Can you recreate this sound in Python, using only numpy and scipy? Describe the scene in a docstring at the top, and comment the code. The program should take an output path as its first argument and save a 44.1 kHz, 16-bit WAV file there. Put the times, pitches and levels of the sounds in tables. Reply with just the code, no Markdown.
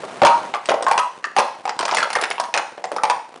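"""At a table in an echoing room, hard plastic cups are quickly stacked and unstacked on a mat.
Each contact gives a hollow knock, a clack of the cup wall and a sharp rim tick, then rattles briefly.
The first stack lands hard and shakes the table. Sliding cups scrape, and the air inside them hoots.
The room rings on, and a small recorder close by rounds off the loudest blows."""
import sys
import numpy as np
from scipy import signal
from scipy.fft import rfft, irfft
from scipy.io import wavfile
from scipy.ndimage import uniform_filter1d

SR = 44100
rng = np.random.default_rng(int(sys.argv[2]) if len(sys.argv) > 2 else 0)


def put_to_file(sound):
    """Save the sound as 16-bit audio at rate SR, in the file named by the first command-line argument."""
    columns = np.atleast_2d(sound).T  # one column per channel
    safe = np.clip(columns, -1, 1)
    whole_steps = np.round(safe * 32767)
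    wavfile.write(sys.argv[1], SR, whole_steps.astype(np.int16))


N = 149940

# tone colour of the room noise and of brushing on the mat: f/Hz, level/dB
BACKGROUND_SPECTRUM = [(130, -1), (700, 6.5), (1600, -3), (10000, -21)]
# cups hitting something: t/s, knock f/Hz, knock level/dB, clack level/dB, tick level/dB
CUP_CONTACTS = [(0.035, 553, -23, -62, -54), (0.218, 767, -4, -12, -35), (0.233, 606, -7, -8, -53),
                (0.25, 939, -2, -20.5, -14), (0.269, 910, -13.5, -5, -23.5),
                (0.539, 828, -17.5, -15, -38.5), (0.547, 1150, -21.5, -23, -36),
                (0.657, 1195, -60, -24.5, -32.5), (0.688, 615, -12.5, -11, -32),
                (0.694, 1085, -31, -10.5, -24.5), (0.706, 663, -14.5, -25, -45),
                (0.719, 806, -13, -20, -46), (0.741, 643, -15.5, -24, -36.5), (0.807, 554, -25.5, -30, -60),
                (0.825, 566, -21.5, -24, -28.5), (0.866, 1052, -12, -25, -36),
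                (0.883, 996, -17, -18.5, -31), (0.913, 856, -8.5, -11.5, -22.5),
                (0.978, 1013, -10.5, -7.5, -20.5), (1.242, 1814, -21, -27.5, -33),
                (1.246, 1240, -24.5, -32, -55), (1.365, 811, -12.5, -13, -25.5),
                (1.385, 941, -8, -7.5, -17), (1.654, 774, -19.5, -21.5, -37.5),
                (1.677, 897, -20, -22, -39.5), (1.693, 792, -21, -17.5, -29.5),
                (1.791, 986, -19.5, -16.5, -24), (1.81, 945, -20.5, -26, -34),
                (1.827, 940, -28.5, -25, -33), (1.853, 964, -23, -18, -24.5), (1.881, 910, -25, -15.5, -31),
                (1.912, 990, -21, -17, -26.5), (1.926, 833, -17, -28.5, -39.5),
                (1.938, 910, -18.5, -18, -42), (1.947, 980, -24.5, -25, -21), (1.97, 802, -19.5, -7, -23.5),
                (1.984, 1730, -18.5, -20, -25.5), (2.004, 1636, -21, -19, -35),
                (2.028, 1351, -14, -12, -25.5), (2.103, 845, -26.5, -18.5, -32),
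                (2.13, 893, -27.5, -20, -27.5), (2.153, 1815, -17, -23, -26),
                (2.16, 835, -16.5, -14.5, -37), (2.213, 960, -33.5, -22, -26.5),
                (2.225, 670, -23.5, -15, -35.5), (2.238, 880, -25, -9, -26.5),
                (2.303, 700, -26.5, -39, -28.5), (2.311, 825, -26.5, -11, -38),
                (2.381, 916, -25, -20.5, -58), (2.399, 940, -15.5, -30, -24.5),
                (2.438, 985, -26, -32, -35.5), (2.54, 846, -19.5, -7.5, -21.5),
                (2.576, 910, -34, -9, -22.5), (2.779, 577, -31, -32, -56), (2.841, 778, -19.5, -23, -32.5),
                (2.917, 608, -23.5, -24, -38), (2.964, 814, -19.5, -28, -33), (2.984, 1206, -21, -35, -64),
                (3.035, 864, -10.5, -9.5, -24), (3.099, 905, -9.5, -10, -23.5)]
# extra tones of the air in and between the cups: ratio to the knock pitch, level/dB
AIR_TONES = [(0.622, -6.5), (1.416, -13)]
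# tone colour of the table's thud: f/Hz, level/dB
THUD_SPECTRUM = [(220, -20), (480, 9.5), (1300, 3.5), (3000, -62)]
# tone colour of the cup wall's clack: f/Hz, level/dB
CLACK_SPECTRUM = [(800, -12.5), (1400, 0.5), (2900, -3.5), (4200, -13), (8000, -34.5)]
# tone colour of the rim's tick: f/Hz, level/dB
TICK_SPECTRUM = [(1500, 5.5), (3000, 2), (5200, 9.5), (6800, 0), (10000, -20.5)]
# how the room rings, from bass to treble: f/Hz, time to fade by 60 dB/s, level/dB
ROOM_BANDS = [(248, 0.22, 10), (830, 0.44, 3.5), (5000, 0.47, -3)]
# air ringing in cups that slide or settle: t/s, hold time/s, f/Hz, level/dB
AIR_HOOTS = [(0.227, 0.017, 579.6, -9.5), (0.254, 0.11, 938, -12.5), (0.291, 0.042, 1269, -21.5),
             (.548, 0.0078, 1192, -23), (.868, 0.037, 1083, -16), (0.909, 0.034, 926, -17),
             (.99, 0.067, 984, -18), (.985, 0.033, 1279, -20.5), (3.04, 0.015, 815, -21.5),
             (3.101, 0.049, 982, -22)]
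# cups scraping into or out of one another: t/s, length/s, level/dB
CUP_SCRAPES = [(.25, 0.017, -29.5), (1.369, 0.036, -25.5), (1.796, 0.28, -28.5), (2.142, .12, -31.5),
               (2.544, 0.056, -28.5)]
# tone colour of rims rubbing together: f/Hz, level/dB
RUB_SPECTRUM = [(2000, -24), (5000, -5), (9000, 0)]

# a T60 is the time a sound takes to fade by 60 dB
BRUSH_DB, BRUSH_HOLD_S, BRUSH_T60_S, ROOM_NOISE_DB = -36, 0.487, 0.54, -49
CUP_HZ, HIT_SAMPLES, HIT_RISE_S = 888, 2048, 0.0004  # CUP_HZ: typical knock pitch of one cup
KNOCK_DB, KNOCK_T60_S = 9.5, 0.026
THUD_DB, THUD_T60_S = -7.5, 0.037
CLACK_DB, CLACK_T60_S, WALL_RATIO = -1, 0.016, 2.65  # the ratio is wall pitch over knock pitch
TICK_DB, TICK_T60_S = 7, 0.021
RIM_LOW_HZ, RIM_HIGH_HZ, RIM_DB = 4000, 9800, -4
WALL_SPREAD, BOUNCE_SPREAD, SLIP_SPREAD = 0.09, 0.12, 0.311  # random pitch change: 0.1 is about 10 %
BOUNCE_DB, BOUNCE_GAP_S, BOUNCE_DROP_DB = -7, 0.005, 2.5
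ROOM_DB, ROOM_GAP_S, ROOM_BUILD_S = -10.5, 0.0087, 0.0038
THUMP_START_S, THUMP_HZ, THUMP_DB, THUMP_T60_S = 0.219, 161, -13, 0.11
HOOT_RISE_S, HOOT_T60_S, HOOT_FLUTTER_DB, HOOT_WOBBLE, HOOT_ROOM_DB = 0.00087, 0.15, 3, 0.011, -9
RUB_DB, RUB_T60_S, SLIP_SCATTER_DB = -14, 0.0037, 3.5
PEAK_LIMIT, LOW_CUT_HZ, HIGH_CUT_HZ = 0.52, 139.5, 10150


def undb(db):
    """Turn decibels into a number to multiply by."""
    return 10 ** (np.asarray(db) / 20)


def unit(x):
    """Scale x so that its average strength (rms) is 1."""
    return x / np.sqrt(np.mean(x ** 2))


def fade(t, t60):
    """Stay at 1 until t = 0, then fall by 60 dB every t60 seconds."""
    return np.exp(-np.log(1000) * np.maximum(t, 0) / t60)


def noise(points, size):
    """Noise of strength 1, shaped by (f/Hz, level/dB) points and falling away below the first."""
    hz, db = np.array(points, float).T
    f = np.maximum(np.fft.rfftfreq(size, 1 / SR), 1)
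    gain = undb(np.interp(np.log(f), np.log(hz), db)) * np.minimum(f / hz[0], 1) ** 2
    return unit(irfft(rfft(rng.standard_normal(size)) * gain, size))


def drift(span_s):
    """A smooth random wiggle of strength 1; a longer span makes it slower."""
    width = max(int(span_s * SR), 2)
    return unit(uniform_filter1d(uniform_filter1d(rng.standard_normal(N), width), width))


def add(out, start_s, x):
    """Mix x into out at a given time."""
    i = max(int(start_s * SR), 0)
    out[i:i + len(x)] += x[:max(len(out) - i, 0)]


def burst(x, t, t60):
    """Let x die away, with the energy of a fade that starts at strength 1."""
    decay = fade(t, t60)
    return unit(x * decay) * np.sqrt(np.mean(decay ** 2))


def brushing():
    """Hands and cups brush the mat at the start: a soft rustle that holds, then fades."""
    t = np.arange(N) / SR
    level = undb(BRUSH_DB + 3.3 * drift(0.0015)) * fade(t - BRUSH_HOLD_S, BRUSH_T60_S)
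    return level * noise(BACKGROUND_SPECTRUM, N)


def room_noise():
    """Quiet noise fills the room, and its level flickers."""
    return undb(ROOM_NOISE_DB + 6.1 * drift(0.0033)) * noise(BACKGROUND_SPECTRUM, N)


def contact(hz, knock_db, clack_db, tick_db):
    """One blow: the air in the cup knocks, the table thuds, the wall clacks and the rim ticks."""
    t = np.arange(HIT_SAMPLES) / SR
    rise = 1 - np.exp(-t / HIT_RISE_S)
    chance = rng.standard_normal((len(AIR_TONES), 2))
    extra_tones = sum(undb(db) * size * np.sin(2 * np.pi * hz * ratio * (1 + detune / 20) * t)
                      for (ratio, db), (size, detune) in zip(AIR_TONES, chance))
    air = undb(KNOCK_DB) * (np.sin(2 * np.pi * hz * t) + extra_tones) * fade(t, KNOCK_T60_S)
    knock = np.gradient(rise * air) * SR / (2 * np.pi * hz)  # a small cup gives off little bass
    weight = (CUP_HZ / hz) ** 2  # low knocks are landings, so they thud more
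    thud = undb(THUD_DB) * weight * burst(noise(THUD_SPECTRUM, HIT_SAMPLES), t, THUD_T60_S)
    wall_hz = hz * WALL_RATIO * np.exp(WALL_SPREAD * rng.standard_normal())
    wall = np.sin(2 * np.pi * wall_hz * t) + noise(CLACK_SPECTRUM, HIT_SAMPLES)
    clack = undb(CLACK_DB + clack_db) * burst(rise * wall, t, CLACK_T60_S)
    rim_pitches = rng.uniform(RIM_LOW_HZ, RIM_HIGH_HZ, 2)
    rim = undb(RIM_DB) * sum(np.sin(2 * np.pi * pitch * t) for pitch in rim_pitches)
    tick = undb(TICK_DB + tick_db) * burst(rim + noise(TICK_SPECTRUM, HIT_SAMPLES), t, TICK_T60_S)
    return undb(knock_db) * (knock + rise * thud) + clack + tick


def rattling_cups(bounces=3):
    """The cups hit, then bounce a few times at uneven gaps, more weakly each time."""
    out = np.zeros(N)
    for start, hz, *levels in CUP_CONTACTS:
        add(out, start, contact(hz, *levels))
        delays = np.cumsum(rng.uniform(0.5, 2, bounces)) * BOUNCE_GAP_S
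        pitches = hz * np.exp(BOUNCE_SPREAD * rng.standard_normal(bounces))
        for k, (delay, pitch) in enumerate(zip(delays, pitches)):
            add(out, start + delay, undb(BOUNCE_DB - k * BOUNCE_DROP_DB) * contact(pitch, *levels))
    return out


def room_ring(x):
    """The room's echoes blur into a ring that builds after a short gap; the bass dies first."""
    t = np.arange(SR) / SR
    log_f = np.log(np.maximum(np.fft.rfftfreq(SR, 1 / SR), 1))
    centres = np.log([hz for hz, _, _ in ROOM_BANDS])
    white = rfft(rng.standard_normal(SR))
    tail = np.zeros(SR)
    for share, (_, t60, db) in zip(np.eye(len(ROOM_BANDS)), ROOM_BANDS):
        band = irfft(white * np.interp(log_f, centres, share), SR)
        tail += band * fade(t, t60) * undb(db)
    tail *= 1 - np.exp(-np.maximum(t - ROOM_GAP_S, 0) / ROOM_BUILD_S)
    return undb(ROOM_DB) * signal.fftconvolve(x, unit(tail) / np.sqrt(SR))[:N]


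def table_thump():
    """The first stack lands hard, and the table top gives a low boom."""
    t, out = np.arange(SR // 2) / SR, np.zeros(N)
    octave = signal.butter(1, [THUMP_HZ / np.sqrt(2), THUMP_HZ * np.sqrt(2)], "band", fs=SR)
    boom = signal.lfilter(*octave, rng.standard_normal(len(t)))
    add(out, THUMP_START_S, undb(THUMP_DB) * burst(boom, t, THUMP_T60_S))
    return out


def hoots():
    """The air in a sliding cup rings: its tone swells, wavers and dies away."""
    t, out = np.arange(N) / SR, np.zeros(N)
    for start, hold, hz, db in AIR_HOOTS:
        swell = (1 - np.exp(-t / HOOT_RISE_S)) * fade(t - hold, HOOT_T60_S)
        level = undb(db + HOOT_FLUTTER_DB * drift(0.0017))
        pitch = hz * (1 + HOOT_WOBBLE * drift(0.0042))
        add(out, start, swell * level * np.sin(2 * np.pi * np.cumsum(pitch) / SR))
    return out


def scrapes(slips=20):
    """Sliding cups stick and slip: an uneven run of tiny blows, each with a short hiss of the rims."""
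    t, out = np.arange(HIT_SAMPLES) / SR, np.zeros(N)
    for start, length, db in CUP_SCRAPES:
        times = start + length * (np.arange(slips) + rng.random(slips)) / slips
        for time, (shift, size) in zip(times, rng.standard_normal((slips, 2))):
            slip = contact(CUP_HZ * np.exp(SLIP_SPREAD * shift), 0, 0, tick_db=-np.inf)  # no tick
            hiss = undb(RUB_DB) * burst(noise(RUB_SPECTRUM, HIT_SAMPLES), t, RUB_T60_S)
            add(out, time, undb(db + SLIP_SCATTER_DB * size) * (slip + hiss))
    return out


def scene():
    """Mix the cups, the table and the room into one channel."""
    clatter = rattling_cups() + scrapes()
    air = hoots()
    thump = table_thump()
    ring = room_ring(clatter + undb(HOOT_ROOM_DB) * air)
    out = clatter + air + thump + ring + brushing() + room_noise()
    return out[None]


def record(dry):
    """The recorder rounds the loudest peaks, thins the bass and cuts the treble steeply."""
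    rounded = dry / (1 + (dry / PEAK_LIMIT) ** 4) ** (1 / 4)
    thinned = signal.sosfilt(signal.butter(2, LOW_CUT_HZ, "high", fs=SR, output="sos"), rounded)
    return signal.sosfilt(signal.ellip(10, 0.2, 70, HIGH_CUT_HZ, fs=SR, output="sos"), thinned)


dry = scene()
out = record(dry)
put_to_file(out)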